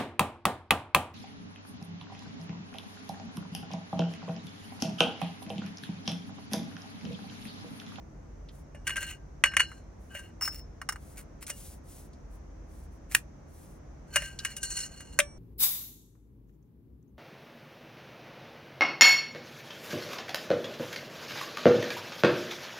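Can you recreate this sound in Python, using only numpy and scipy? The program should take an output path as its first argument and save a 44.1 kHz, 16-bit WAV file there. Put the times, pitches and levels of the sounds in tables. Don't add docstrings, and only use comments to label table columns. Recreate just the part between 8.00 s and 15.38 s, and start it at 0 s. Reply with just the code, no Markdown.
import sys
import numpy as np
from scipy import signal
from scipy.fft import rfft, irfft
from scipy.io import wavfile
from scipy.ndimage import uniform_filter1d

SR = 44100
rng = np.random.default_rng(int(sys.argv[2]) if len(sys.argv) > 2 else 0)


def file_out(sig):
    cols = np.atleast_2d(sig).T
    lim = np.clip(cols, -1, 1)
    pcm = np.round(lim * 32767).astype(np.int16)
    wavfile.write(sys.argv[1], SR, pcm)


N = 325458
SIZE = 2 ** 15
TIME = np.arange(N) / SR
AGE = np.arange(SIZE) / SR

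# (frequency [Hz], level [dB], t60 [s])
TUBE_MODES = [(1570, -8.5, 0.35), (1581.4, -2, 0.11), (1824, -19, 0.28), (2610, -19, 0.13),
              (2850, -5.5, 0.17), (2856, 0, 0.15), (2927, -6.5, .15), (4120, -28.5, .42),
              (4300, -16.5, .17), (4400, -19, 0.19), (6180, -21.5, .16), (6750, -27, .12),
              (7460, -22, 0.11), (8200, -19.5, 0.099), (9040, -17, 0.13), (9500, -28, .15),
              (10450, -34, .2), (12500, -36, .15)]
# (frequency [Hz], level [dB], t60 [s])
FERRULE_MODES = [(1230, -17, 0.11), (2826, -7.5, 0.077), (4272, -22.5, .15), (5350, 2, 0.47),
                 (5510, -4.5, 0.16), (6580, -10, .15), (8483, -27.5, 0.48), (8960, -8, 0.1),
                 (15140, -9.5, .12), (15600, -14, .1)]
# (frequency [Hz], level [dB], t60 [s])
BORE_MODES = [(579, -1, 0.15), (644, -2, .05), (1157, -19, .22), (1730, -9, 0.15), (2290, -25, 0.42),
              (5640, -27, .7), (8500, -27.5, .55)]
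# (frequency [Hz], level [dB])
CLACK_COLOUR = [(150, -30.5), (450, -24.5), (800, -21), (1050, -10.5), (1280, -8), (1450, -6.5), (1750, 1),
                (2300, -3), (2900, -6), (3600, -24.5), (6000, -43)]
# (frequency [Hz], level [dB])
WALL_COLOUR = [(3000, -25.5), (4400, -17), (5200, -4), (6300, 9), (9000, 3.5), (10400, -1), (11700, -17),
               (16000, -21)]
BUNDLE_T60_S = 0.1


def undb(db):
    return 10 ** (np.asarray(db) / 20)


def unit(x):
    return x / np.sqrt(np.mean(x ** 2))


def along(points, count):
    hz, value = np.transpose(points)
    bin_hz = np.arange(count // 2 + 1) * SR / count
    return np.interp(np.log(bin_hz + 1), np.log(hz), value)


def tint(x, db):
    count = len(x)
    cepstrum = irfft(np.log(undb(db)), count)
    cepstrum[1:count // 2] *= 2
    cepstrum[count // 2 + 1:] = 0
    return irfft(rfft(x) * np.exp(rfft(cepstrum)), count)


def coloured(x, points):
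    return unit(tint(x, along(points, len(x))))


def fade(t60):
    return np.exp(-np.log(1000) * AGE / t60)


def walk(rate):
    hold = int(SR / rate)
    steps = np.repeat(rng.standard_normal(N // hold + 1), hold)
    smooth = uniform_filter1d(uniform_filter1d(steps, hold), hold)
    return unit(smooth[:N])


def swell(start, top, end, curve=2.25):
    return np.sin(np.pi / 2 * np.interp(TIME, [start, top, end], [0, 1, 0])) ** curve


def add(track, s, sound):
    i = int(s * SR)
    track[i:i + SIZE] += sound[:N - i]


def burst(colour, t60):
    crowd = rng.standard_normal(SIZE) * fade(t60) * (1 - fade(0.003))
    uneven_db = 10 * np.log10(uniform_filter1d(np.abs(rfft(crowd)) ** 2, size=301))
    shaped = unit(tint(crowd, along(colour, SIZE) - uneven_db))
    return shaped * np.sqrt(np.mean(fade(t60) ** 2))


def ring(modes, low_db=0, spread_db=2.5, detune=.003):
    hz, db, t60 = np.transpose(modes)
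    size, shift, phase = rng.standard_normal((len(hz), 3)).T
    gain = undb(db + spread_db * size + low_db * (hz < 1700))
    turn = 2 * np.pi * np.outer(hz * (1 + detune * shift), AGE) + np.pi * phase[:, None]
    decay = np.exp(np.float32(-np.log(1000) * np.outer(1 / t60, AGE)))
    waves = np.sin(np.float32(turn)) * decay
    return (gain[:, None] * waves).sum(0) * (1 - fade(0.004))


def background(waver_db, hum_db, hiss_db):
    # (frequency [Hz], level [dB])
    air_colour = [(20, -28), (31, -12.5), (46, -1), (80, -3.5), (112, -13.5), (150, -11.5), (236, -15.5),
                  (319, -17), (420, -21), (560, -21.5), (2080, -37.5), (3000, -47.5), (6500, -56.5),
                  (8500, -61), (16000, -71)]
    # (frequency [Hz], correlation)
    air_likeness = [(60, 1), (170, .85), (330, 0.17), (800, 0.13), (3000, .1)]
    # (frequency [Hz], level [dB rms])
    hum_tones = [(48, -55.5), (71, -62.5), (141, -62.5), (279, -72), (321, -69.5)]
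    # (frequency [Hz], level [dB])
    hiss_colour = [(3000, -25.5), (5000, -7), (6100, 2), (6900, -6.5), (8200, -18.5), (12000, -24.5)]
    air_db = -48.5

    likeness = np.clip(along(air_likeness, N), -1, 1)
    mid, side = (
        irfft(rfft(rng.standard_normal(N)) * undb(along(air_colour, N)) * np.sqrt(1 + sign * likeness), N)
        for sign in (1, -1))
    air = np.array([mid + side, mid - side]) / np.std(mid) * undb(air_db + waver_db * walk(7.6))

    hum = np.zeros(N)
    for hz, db in hum_tones:
        tone = np.sin(2 * np.pi * hz * TIME + 1.3 * walk(5))
        hum += undb(db) * unit(tone * undb(hum_db * walk(4)))

    hiss = np.array([coloured(rng.standard_normal(N), hiss_colour) for _ in range(2)])
    return air + hum + undb(hiss_db) * hiss


def swishes(flutter_db, curve):
    # (start [s], fastest [s], end [s], hiss level [dB])
    palm_strokes = [ (0.502, 0.56, 0.64, -67), (1.98, 2.03, 2.17, -71), (2.92, 3.139, 3.16, -61),
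                    (3.47, 3.624, 3.8, -50.5), (3.827, 3.953, 4.1, -55), (4.29, 4.35, 4.4, -69),
                    (4.66, 4.777, 4.89, -65), (4.898, 4.937, 4.99, -71.5), (5.46, 5.619, 5.8, -62)]
    # (frequency [Hz], level [dB])
    palm_colour = [(1000, -21), (2500, -7), (4500, -5), (7000, 1), (9800, 4), (12500, -5.5), (16000, -4.5)]
    force = sum(undb(db) * swell(start, top, end, curve) for start, top, end, db in palm_strokes)
    hiss = coloured(rng.standard_normal(N), palm_colour)
    return force * hiss * undb(flutter_db * walk(60))


def friction():
    # (start [s], strongest [s], end [s], low tube modes [dB], high tube modes [dB])
    pole_rubs = [ (0.837, 0.892, 0.984, -41, -57), (0.957, 1.037, 1.163, -40.5, -46.5),
                 (1.102, 1.107, 1.19, -48, -58), (1.652, 1.697, 1.877, -60, -63),
                 (2.073, 2.16, 2.346, -49.5, -62), (6.045, 6.192, 6.416, -46.5, -49.5),
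                 (6.338, 6.452, 6.67, -49, -53), (6.603, 6.631, 6.85, -45.5, -35.5),
                 (6.717, 6.796, 6.89, -44, -37.5), (6.79, 6.932, 7.354, -58.5, -56)]
    # (start [s], strongest [s], end [s], rasp [dB], ferrule ring [dB])
    joint_rasps = [ (2.4, 2.447, 2.485, -39.5, -29.5), (2.455, 2.57, 2.62, -54.5, -49),
                   (3.134, 3.196, 3.25, -49.5, -73.5), (3.396, 3.432, 3.452, -48.5, -66),
                   (3.456, 3.497, 3.505, -43.5, -66), (5.083, 5.143, 5.216, -38.5, -60)]
    rub_grit_db, rub_ferrule_db = -9, -15.5
    rasp_low_db, rasp_high_db = -24, -17.5

    forces = np.zeros((4, N))
    for start, top, end, low_db, high_db in pole_rubs:
        levels_db = [low_db + rub_grit_db, low_db, high_db, high_db + rub_ferrule_db]
        forces += np.outer(undb(levels_db), swell(start, top, end))
    for start, top, end, rasp_db, ring_db in joint_rasps:
        levels_db = [rasp_db, rasp_db + rasp_low_db, rasp_db + rasp_high_db, ring_db]
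        forces += np.outer(undb(levels_db), swell(start, top, end))
    return forces


def scrapes(rough_db, catch_db, low_db, damping_t60, wall_db, wall_t60, bundle_db, shift_db):
    # (frequency [Hz], level [dB])
    grit_colour = [(400, -19.5), (1200, -3.5), (2300, 0), (3500, -11), (6000, -6), (9500, 0.5), (11500, -8),
                   (16000, -9.5)]
    grains = unit(rng.standard_normal(N) * undb(rough_db * walk(900) + catch_db * walk(70)))
    grit_force, *mode_forces = friction()
    low_modes = [mode for mode in TUBE_MODES if mode[0] < 3500]
    high_modes = TUBE_MODES[len(low_modes):]
    damping = fade(damping_t60)

    out = grit_force * coloured(grains, grit_colour)
    lean = shift_db * walk(14)
    for share in (undb(lean), undb(-lean)):
        drive = grains * share / np.hypot(undb(lean), undb(-lean))
        bundle = undb(bundle_db) * unit(burst(CLACK_COLOUR, BUNDLE_T60_S))
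        low = unit(ring(low_modes, low_db) * damping) + bundle
        wall = undb(wall_db) * unit(burst(WALL_COLOUR, wall_t60))
        high = (unit(ring(high_modes) * damping) + wall) * damping
        ferrule = ring(FERRULE_MODES) * damping
        for force, response in zip(mode_forces, (low, high, ferrule)):
            even_response = response / np.sqrt(np.sum(response ** 2))
            out += signal.fftconvolve(force * drive, even_response)[:N]
    return out


def contact(clack_db, pitch, tick_db, t60):
    # (frequency [Hz], level [dB])
    tick_colour = [(1500, -31), (3500, -8.5), (4800, -6), (6300, 3), (7500, 0), (9200, 6), (10300, -2),
                   (11500, -12.5), (13500, -13), (15500, -14.5)]
    clack_colour = [(hz * pitch, db) for hz, db in CLACK_COLOUR]
    return undb(clack_db) * burst(clack_colour, t60) + undb(tick_db) * burst(tick_colour, t60)


def taps():
    # (time [s], clack level [dB], tick over the clack [dB], ping level [dB], added damping t60 [s])
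    ferrule_taps = [ (2.41, -34, -8, -37.5, 1.5), (2.421, -35, -3, -33.5, 1.5), (2.476, -29, -5, -42, 1.5),
                    (2.815, -33, -11.5, -47, .04), (2.889, -24.5, -2.5, -30.5, 0.055),
                    (2.923, -37, -3.5, -41, 0.063), (2.958, -40.5, -12, -60, 0.055)]
    pitch, contact_t60_s = 0.74, 0.04
    tube_db, tube_t60_s = -9, 0.068

    out = np.zeros(N)
    for s, db, tick_db, ping_db, damping_t60 in ferrule_taps:
        ping = undb(ping_db) * ring(FERRULE_MODES) * fade(damping_t60)
        tube = undb(db + tube_db) * ring(TUBE_MODES) * fade(tube_t60_s)
        add(out, s, contact(db, pitch, db + tick_db, contact_t60_s) + ping + tube)
    return out


def joint(s, db, t60):
    # (frequency [Hz], level [dB])
    snap_colour = [(200, -33), (650, -18), (1000, -18.5), (1400, -13), (1600, -1), (1850, 3.5), (2200, -17),
                   (2500, -0.5), (2750, -1.5), (3100, -12), (4700, -17.5), (6500, -12.5), (9800, -9.5),
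                   (12500, -17), (16000, -28.5)]
    out = np.zeros(N)
    add(out, s, undb(db) * burst(snap_colour, t60))
    return out


def blow(db, pitch, tick_db, tube_db, low_db):
    firm_db, firm_t60_s = -25.5, 0.035
    graze_per_db = 0.025
    roll_hz = 7500
    bundle_db, wall_db, wall_t60_s = -7, -13, 0.11
    bore_db = -36
    ferrule_db = -28 + (tick_db + tube_db) / 2

    contact_t60 = firm_t60_s * np.exp(graze_per_db * (firm_db - db))
    struck_modes = []
    for hz, mode_db, decay in TUBE_MODES:
        loss_db = 20 * np.log10(1 + (hz / roll_hz) ** 2) * (hz > roll_hz / 2)
        struck_modes.append((hz, mode_db - loss_db, decay))
    bundle = undb(bundle_db) * burst(CLACK_COLOUR, BUNDLE_T60_S)
    wall = undb(wall_db) * burst(WALL_COLOUR, wall_t60_s)
    tube = undb(tube_db) * (ring(struck_modes, low_db, detune=0.005) + bundle + wall)
    ferrule = undb(ferrule_db) * ring(FERRULE_MODES)
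    bore = undb(bore_db) * ring(BORE_MODES)
    return contact(db, pitch, db + tick_db, contact_t60) + undb(db) * (tube + ferrule + bore)


def knocks():
    # (time [s], clack level [dB], clack pitch ratio, tick over the clack [dB],
    # tube ring over the clack [dB], extra level of the lowest tube modes [dB])
    pole_knocks = [ (0.487, -51.5, 1.87, -22, -26, 0), (0.747, -50.5, .95, -8.5, -10.5, 3),
                   (0.869, -29.5, 1.1, -1.5, -8, 5), (0.8756, -28, 1.15, 0, -5, 4),
                   (0.894, -28.5, 0.97, -6.5, -19, -7), (0.904, -32.5, 1.15, -9, -4, 5.5),
                   (0.958, -31.5, 1, -7, -14, 16), (0.967, -31, 1.04, 0, -7, -3),
                   (0.979, -38, .85, -4, -3, 19), (1.021, -38.5, 1.09, -6, -10, 15),
                   (1.438, -6.5, 1.06, -13, -13, -6), (1.458, -26, .85, -9, -16, -8),
                   (1.516, -41, .9, -16, -12, 12), (1.5364, -34, 0.98, -15, -7, 10),
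                   (1.567, -11, 1.03, -7.5, -16.5, -8), (1.5951, -21, 1, -28, 2, -16),
                   (1.603, -14.5, 0.99, -10.5, -15, -9), (1.716, -42.5, 0.75, -15, -32, 4),
                   (2.150, -45, 1.15, -8, -1.5, 7), (2.191, -58, .6, 11.5, 2.5, 15.5),
                   (3.466, -52, 1.3, 14, -18, -4), (3.5, -35.5, 1.03, 7, -12.5, -11),
                   (4.131, -61.5, 2.5, -8, -26, 0), (6.1584, -18.5, .94, 1, -8.5, -4),
                   (6.1667, -19, .96, -5.5, -11.5, 9), (6.220, -37, 1.03, -2, -2.5, -1),
                   (6.389, -31.5, 2.45, -12, -18.5, 1), (6.449, -26, 1.03, 1, -5, -19),
                   (6.565, -51, .88, 18, 6, -2), (6.630, -53, 0.76, 25, 8, 6),
                   (7.005, -47, 0.87, 3, -7, -6), (7.1891, -12, 0.94, -0.5, -36, -7),
                   (7.200, -16.5, 1.27, -6, -35, -7)]
    # (time [s], hollow ring level [dB])
    end_bumps = [(0.747, -47.5), (0.967, -45), (1.021, -48), (2.15, -43.5), (3.5, -45.5), (6.16, -33),
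                 (6.22, -44.5), (7.1891, -24)]
    out = np.zeros(N)
    for s, *settings in pole_knocks:
        add(out, s, blow(*settings))
    for s, db in end_bumps:
        add(out, s, undb(db) * ring(BORE_MODES, spread_db=1))
    return out


def outdoors(x, side_db, side_t60, far_db, far_t60):
    # (frequency [Hz], left minus right [dB])
    port_shading = [(600, 0), (2000, -0.4), (5500, -0.75), (8500, 3.5), (11000, 0.5), (14000, -2.5)]
    # (frequency [Hz], phase [rad])
    port_lead = [(600, 0.13), (2000, 0.28), (5500, 1.4), (8500, 1.85), (11000, 0.77), (14000, .6)]

    def scatter(t60):
        echo = unit(rng.standard_normal(SIZE) * fade(t60) * (1 - fade(t60 / 2)))
        return signal.fftconvolve(x, echo)[:N] / np.sqrt(SIZE)

    glance = scatter(side_t60)
    tails = [scatter(far_t60), scatter(far_t60)]
    out = []
    for side, tail in zip((1, -1), tails):
        shading = undb(side * along(port_shading, N) / 2)
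        lead = np.exp(side * 1j * along(port_lead, N) / 2)
        heard = irfft(rfft(x + undb(far_db) * tail) * shading * lead, N)
        out.append(heard + side * undb(side_db) * glance)
    return np.array(out)


def scene():
    distance = background(waver_db=0.32, hum_db=4.5, hiss_db=-73.5)
    palms = swishes(flutter_db=1.5, curve=1.26)
    hands = outdoors(palms, side_db=-26, side_t60=0.014, far_db=-14.5, far_t60=0.072)
    rubbing = scrapes(rough_db=4.0, catch_db=3.0, low_db=2.0, damping_t60=0.2,
                      wall_db=1.0, wall_t60=0.079, bundle_db=-8.5, shift_db=6.5)
    poles = rubbing + taps() + joint(s=5.1486, db=-6.0, t60=0.015) + knocks()
    near = outdoors(poles, side_db=-12.5, side_t60=0.018, far_db=-17.0, far_t60=0.11)
    return distance + hands + near


def record(dry):
    top_hz = 16100
    low_pass = signal.ellip(10, 0.2, 80, top_hz, fs=SR, output="sos")
    return signal.sosfilt(low_pass, dry)


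dry = scene()
out = record(dry)
file_out(out)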